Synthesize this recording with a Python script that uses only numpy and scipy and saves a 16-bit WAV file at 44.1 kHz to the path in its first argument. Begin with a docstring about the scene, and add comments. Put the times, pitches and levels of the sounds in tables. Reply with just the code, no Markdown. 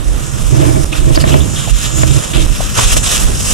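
"""A skier double-poles along a snowy forest track, a small stereo camera strapped to the chest.
From the start the skis hiss over snow grains, the harness rubs the housing and head wind buffets the
two microphone ports, overloading the right. Near 0.85 s a deep swing snaps off; then the poles bite
the crust and the harness knocks. A high sizzle rides the glide from 1.5 to 2.2 s, a second snap comes
near 2.5 s, and after the last bite the ski hiss swells to its loudest around 3 s."""
import sys
import numpy as np
from scipy import signal
from scipy.fft import rfft, irfft
from scipy.io import wavfile
from scipy.ndimage import uniform_filter1d

SR = 44100
rng = np.random.default_rng(int(sys.argv[2]) if len(sys.argv) > 2 else 0)


def transcribe(u):
    """Save the signal u as a 16-bit wav file named by the first command-line argument.

    u: samples, shape (n,) or (channels, n), limited to [-1, 1]; the rate is SR.
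    q: integer samples, one column per channel.
    """
    v = np.clip(np.atleast_2d(u).T, -1, 1)
    q = np.round(v * 32767).astype(np.int16)
    wavfile.write(sys.argv[1], SR, q)


N = 155673
WIND_LAG_S = 0.00355  # wind reaches the left port this much later


def from_db(db):
    return 10 ** (np.asarray(db) / 20)


def unit_rms(x):
    return x / np.sqrt(np.mean(x ** 2, axis=-1, keepdims=True) + 1e-20)


def curves(rows, at):
    """One curve per column, interpolated along the first column."""
    axis, *columns = np.transpose(rows)
    return [np.interp(at, axis, column) for column in columns]


def automation(rows):
    """Breakpoints in seconds, drawn out to one value per sample."""
    return curves(rows, np.arange(N) / SR)


def drift(rate_hz):
    """Smooth random wander of unit RMS, rolling off above rate_hz."""
    hop, settle = 40, 2000
    pole = np.exp(-2 * np.pi * hop * rate_hz / SR)
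    noise = rng.standard_normal(N // hop + settle + 2)
    slow = signal.lfilter([1], [1, -2 * pole, pole * pole], noise)[settle:]
    return np.interp(np.arange(N) / hop, np.arange(len(slow)), unit_rms(slow))


def ring(x, hz, t60_s):
    """A resonator: each click sets a decaying sine ringing."""
    pole, angle = from_db(-60 / (t60_s * SR)), 2 * np.pi * hz / SR
    return signal.lfilter([0, np.sin(angle)], [1, -2 * pole * np.cos(angle), pole * pole], x + 1e-18)


def band(x, low_hz, high_hz, order=2):
    return signal.sosfilt(signal.butter(order, [low_hz, high_hz], "band", fs=SR, output="sos"), x)


def wind_bed():
    """Head wind on the ports: deep gusts they partly share, plus a lumpy rumble of each port's own."""
    # rumble swells: time_s, left_db, right_db
    rumble_levels = [(0, -49, -50), (.4, -23.5, -16.5), (.9, -31, -23), (1.4, -21, -11), (1.7, -29, -19.5),
                     (2.2, -33, -20.5), (2.5, -21.5, -15), (2.7, -15.5, -48), (2.95, -18, -15.5),
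                     (3.1, -20.5, -23), (3.35, -18, -24), (3.53, -21, -16)]
    likeness = 0.21
    noise = rng.standard_normal((4, N + SR))  # the spare second lets the filters settle
    right, left_own = unit_rms(band(noise[:2], 31.3, 49.3, order=1)[:, SR:])
    left = likeness * np.roll(right, int(WIND_LAG_S * SR)) + np.sqrt(1 - likeness ** 2) * left_own
    gusts = from_db(3.93 * drift(1.5)) * [from_db(-27) * left, from_db(-18) * right]
    rumble = [from_db(level_db - drift(13)) * unit_rms(band(port, 54, 145, order=1)[SR:])
              for port, level_db in zip(noise[2:], automation(rumble_levels))]
    return gusts + signal.sosfilt(signal.butter(2, 260, fs=SR, output="sos"), rumble)


def wind_buffets():
    """Each buffet is a few deep pressure swings sliding in pitch, later and mostly weaker on the left."""
    # wind hits: centre_s, length_s, right_db, left_db, swing_hz
    wind_hits = [(0.09, 0.11, -3, -14, 42.3), (0.466, 0.12, -1.5, -16, 39.5), (0.994, 0.025, 0.5, -16, 43),
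                 (1.045, 0.068, -2, -6, 30.6), (1.161, 0.11, -2, -17, 34), (1.412, 0.063, -1.5, -20, 70),
                 (1.735, 0.1, -0.5, -13, 44), (2.102, 0.099, -5, -20, 41.6), (2.369, 0.049, 0.5, -23, 47.6),
                 (2.423, 0.073, -0.5, -11, 30.2), (2.506, 0.069, 1.5, -24, 40.2),
                 (2.63, 0.18, -33, -13.5, 33.7), (2.859, 0.051, 2, -7, 35.6), (2.929, 0.055, -4, -5.5, 40),
                 (3.249, 0.069, 0.5, -11, 40.7)]
    out, t = np.zeros((2, N)), np.arange(N) / SR
    for centre_s, length_s, right_db, left_db, swing_hz in wind_hits:
        phase, slide = rng.uniform(-0.76, 1, 2)
        span = slice(max(int((centre_s - length_s) * SR), 0), int((centre_s + length_s) * SR))
        offset_s = t[span] - centre_s - [[WIND_LAG_S], [0]]
        swell = np.exp(-(2.68 * offset_s / length_s) ** 2)
        cycles = swing_hz * offset_s * (1 + 7.3 * slide * offset_s)
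        swing = np.cos(2 * np.pi * cycles + np.pi * phase + [[-1.1], [0]])
        out[:, span] += from_db([[left_db], [right_db]]) * swell * swing
    ragged_db = 1.8 * np.array([drift(15), drift(32)])
    return out * from_db(1 + ragged_db)


def harness_on_housing():
    """Lumpy harness friction and bouncing knocks ring the same modes of the camera housing."""
    # harness rub: time_s, level_db, upper_modes_db
    rub_levels = [(0, -32.5, -9), (.3, -21, -17.5), (.47, -27, -33), (.52, -15.5, -13.5), (.66, -13, -2),
                  (.79, -10.5, -11), (.84, -27, -1.5), (1.05, -18.5, -8.5), (1.18, -11.5, -9),
                  (1.4, -13.5, -9), (1.46, -27, -8), (1.68, -24, -20.5), (1.95, -18.5, -16),
                  (2.02, -16, -10), (2.19, -10.5, -18.5), (2.26, -42, -12), (2.36, -12.5, -6.5),
                  (2.45, -16.5, -7.5), (2.55, -73, -5), (3.53, -47, -1.5)]
    # housing modes: pitch_hz, t60_s, left_db, right_db, left_sign, knock_share_db
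    housing_modes = [(73.1, 0.37, -22, -3, -1, 5), (120.8, 0.35, -9.5, 1, -1, 2.5),
                     (138.7, 0.3, -11.5, 1.5, -1, -9), (319, 0.086, -19.5, -7.5, 1, 9),
                     (541, 0.069, -28, -19, -1, 8), (637, 0.12, -13, -12, -1, 12.5),
                     (1054, 0.035, -24, -25.5, -1, 25.5), (1742, 0.081, -36, -26, -1, 26),
                     (2265, 0.014, -27.5, -53, 1, 30.5)]
    # harness knocks: start_s, strength_db, tilt_db_per_octave
    harness_knocks = [(1.174, -4, 1), (1.24, -5, 1), (1.341, -4.5, 0.5), (2.033, -4.5, 3),
                      (2.785, -12, -0.5), (2.966, -8, 1)]
    gain_db, bounce_s, bounce_db, knock_decay_ratio = 2.5, 0.0024, -3.5, 0.3
    rub_db, upper_db = automation(rub_levels)
    rub_db = rub_db + 3 * drift(8.1)
    soften = signal.butter(1, 1300, fs=SR, output="sos")
    start_s, knock_db, tilt_db = np.transpose(harness_knocks)
    out = np.zeros((2, N))
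    for hz, t60_s, left_db, right_db, left_sign, share_db in housing_modes:
        strength = from_db(knock_db + share_db + tilt_db * np.log2(hz / 640))
        clicks = np.zeros(N)
        clicks[(start_s * SR).astype(int)] = strength
        clicks[((start_s + bounce_s) * SR).astype(int)] = -strength * from_db(bounce_db)
        knocked = ring(signal.sosfilt(soften, clicks), hz, t60_s * knock_decay_ratio)
        rubbed = unit_rms(ring(rng.standard_normal(N), hz, t60_s))
        rubbed /= np.sqrt(uniform_filter1d(rubbed ** 2, size=4000) + 0.29)  # tame chance swells
        rubbed *= from_db(rub_db + (hz > 200) * (upper_db - upper_db.mean()))
        out += (rubbed + knocked) * [[np.sign(left_sign) * from_db(left_db)], [from_db(right_db)]]
    return out * from_db(gain_db)


def pole_bites():
    """Pole tips and ski edges break the crust: a short pitched noise burst over a broad spit."""
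    # crust crunches: start_s, level_db, centre_hz, length_s
    crunches = [(0.926, -16.5, 2550, 0.012), (1.157, -17, 4600, 0.015), (1.201, -23, 4650, 0.032),
                (1.32, -21, 2860, 0.045), (1.404, -24.5, 3340, 0.025), (1.560, -24.5, 3320, 0.075),
                (1.674, -22, 610, 0.018), (2.336, -31, 2940, 0.012), (2.604, -15.5, 740, 0.0055),
                (2.788, -12.5, 1040, 0.0094)]
    attack_s, spit_db = 0.001, -6
    out, t = np.zeros((2, N)), np.arange(4000) / SR
    for start_s, level_db, centre_hz, length_s in crunches:
        shared, left, right = rng.standard_normal((3, len(t)))
        noise = unit_rms(np.array([shared + 0.45 * left, shared + 0.18 * right]))
        width_octaves = 0.3 * np.sqrt(4000 / centre_hz)
        edge_ratio = 2 ** (width_octaves / 2)
        crunch = unit_rms(band(noise, centre_hz / edge_ratio, centre_hz * edge_ratio))
        spit = from_db(spit_db) * band(noise, 460, 8700)
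        envelope = np.minimum(t / attack_s, 1) * np.exp(-(t / length_s) ** 2)
        start = int(start_s * SR)
        out[:, start:start + len(t)] += from_db(level_db) * (crunch + spit) * envelope
    return out * from_db([[-1.5], [0.5]])  # a little to the right


def snow_spectrum(hz):
    """Stereo spectrum of crushed snow: grain ticks in smooth hiss, coloured for each port."""
    # tone of the snow hiss: frequency_hz, left_db, right_db
    snow_colour = [(523, 10, 9.5), (800, -6, -1.5), (1180, -3, 3.5), (1510, -5.5, 1.5), (1750, -2.5, 4),
                   (2200, -4.5, -9), (2670, 1, 0), (3530, -1, 1.5), (4520, -7, -8.5), (5220, -2, 0),
                   (7240, 1, -1.5), (8020, 1, 6), (7960, -2.5, -1), (8970, -1, 2.5), (10960, -10, -6.5),
                   (11400, -16, -6.5), (12900, -12, -11.5), (15400, -24, -19)]
    # how the ports share the hiss: frequency_hz, likeness (0-1), right_lead_rad
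    stereo_image = [(800, .5, -3.0), (1150, .5, -.4), (1450, .4, .7), (1750, .75, 3.8), (2500, .85, 6.3),
                    (3200, .8, 7.1), (4400, .3, 6.6), (5200, .75, 6.4), (7400, .4, 5.1), (8800, .4, 3.4),
                    (11300, .3, 5.6), (15000, .15, 6.0)]
    grains_per_s, grain_share = 3000, 0.24
    grains = (rng.random((3, N)) < grains_per_s / SR) * rng.choice([-1, 1], (3, N))
    grains = unit_rms(grains * from_db(5 * np.minimum(rng.exponential(1, (3, N)), 5)))
    smooth = rng.standard_normal((3, N))
    shared, left, right = rfft(np.sqrt(grain_share) * grains + np.sqrt(1 - grain_share) * smooth)
    left_db, right_db = curves(snow_colour, hz)
    likeness, lead_rad = curves(stereo_image, hz)
    left = np.sqrt(likeness) * shared + np.sqrt(1 - likeness) * left
    right = np.sqrt(likeness) * shared * np.exp(1j * lead_rad) + np.sqrt(1 - likeness) * right
    return from_db([left_db, right_db]) * [left, right]


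def ski_glide():
    """Skis slide over patchy snow: bands of hiss follow the glide and flutter, together and apart."""
    # skis on snow: time_s, level_db, crunch_db (near 3 kHz), scrape_db (near 1 kHz)
    glide_levels = [(0.0, -34, -1, -4), (0.13, -29.5, -4, -5), (0.63, -24, -4, -3.5),
                    (0.842, -26.5, -5, -8), (0.848, -32.5, -7, -1), (0.918, -33.5, 1, -14),
                    (0.924, -29.5, 4.5, 3), (0.98, -25, 4.5, -2.5), (1.02, -31.5, -1.5, -3),
                    (1.146, -25.5, -2, -11), (1.153, -21.5, 2, -3), (1.18, -34, -7, 2),
                    (1.21, -21, -3.5, -2), (1.24, -32, -6, 3), (1.29, -22, 0, -2.5), (1.51, -28, -3, -6.5),
                    (1.58, -22, -2.5, -1), (1.73, -28, 0.5, -4), (1.86, -21.5, -0.5, -4.5),
                    (1.9, -28, -3, -4), (2.02, -19.5, -3, -5), (2.055, -23.5, -3, -3),
                    (2.085, -20, -3, -4.5), (2.332, -27.5, -2, -3.5), (2.337, -24, 8, 1.5),
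                    (2.43, -24, 2.5, -7.5), (2.44, -26.5, -3, -4), (2.74, -24.5, -3.5, -7.5),
                    (2.79, -15.5, 0, 0.5), (2.82, -16.5, -1, -4.5), (2.87, -20.5, -1, -4.5),
                    (2.94, -14, -3, -9.5), (2.958, -23, -6, -3), (2.97, -11, -2.5, -8),
                    (2.99, -24, -2.5, -10), (3.028, -23, -5, -7), (3.034, -15.5, -2.5, -8.5),
                    (3.15, -13, -2.5, -9.5), (3.31, -25, -2.5, -7), (3.49, -16.5, -4.5, -7),
                    (3.53, -14, -4.5, -9)]
    # narrow sizzle on top of the hiss: time_s, level_db
    sizzle_levels = [(0, -21), (1.2, -15.5), (1.5, 1.5), (2.2, -1), (2.6, -14.5), (3.53, -18)]
    sizzle_hz, sizzle_width_hz, top_follow = 7080, 420, 0.91
    centres_hz = [250, 700, 1500, 2700, 3600, 5200, 7300, 9500, 13000]  # the lowest band stays silent
    hz = np.fft.rfftfreq(N, 1 / SR)
    hiss = snow_spectrum(hz)
    layers = [irfft(hiss * np.interp(hz, centres_hz, weights), N) for weights in np.eye(9)[1:]]
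    layers.append(irfft(hiss * np.exp(-((hz - sizzle_hz) / sizzle_width_hz) ** 2), N))
    treble_rms = np.sqrt(np.mean(sum(layers[4:7]) ** 2))
    level_db, crunch_db, scrape_db = automation(glide_levels)
    crunch_db -= crunch_db.mean()
    scrape_db -= scrape_db.mean()
    top_db = (top_follow - 1) * (level_db - level_db.mean())  # the top swings a little less
    patches_db = drift(2.5) + 1.15 * drift(43)
    sizzle_db = automation(sizzle_levels)[0] + 3 * drift(3.1)
    trims_db = [scrape_db, scrape_db, crunch_db, crunch_db, 0, 0, top_db, top_db, sizzle_db]
    return sum(layer * from_db(level_db + trim_db + patches_db + 1.5 * drift(6))
               for layer, trim_db in zip(layers, trims_db)) / treble_rms


def snaps(mix):
    """A deep swing takes over the bass, then all sound cuts with a dry click and fades straight back."""
    # cut-off swings: cut_s, right_height (signed)
    cut_swings = [(0.8452, -.85), (2.465, .85)]
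    rise_s, return_s, left_share = 0.006, 0.006, 0.3
    t = np.arange(N) / SR
    for cut_s, height in cut_swings:
        swing = np.where(t < cut_s, np.exp(-((t - cut_s) / rise_s + 0.5) ** 2), 0)
        gate = np.where(t < cut_s, 1, 1 - np.exp(-np.maximum(t - cut_s, 0) / return_s))
        bass = uniform_filter1d(mix, size=150)
        mix = mix * gate + swing * (height * np.array([[left_share], [1]]) - bass)
    return mix


def scene():
    """Skis, poles, harness and wind at the two ports, broken by two snaps."""
    return snaps(ski_glide() + pole_bites() + harness_on_housing() + wind_bed() + wind_buffets())


def record(dry):
    """The input overloads with flat tops at full scale, then the highest treble is cut."""
    hardness, stop_hz = 12, 15700
    clipped = dry / (1 + np.abs(dry) ** hardness) ** (1 / hardness)
    return signal.sosfilt(signal.cheby2(16, 70, stop_hz, fs=SR, output="sos"), clipped)


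dry = scene()
out = record(dry)
transcribe(out)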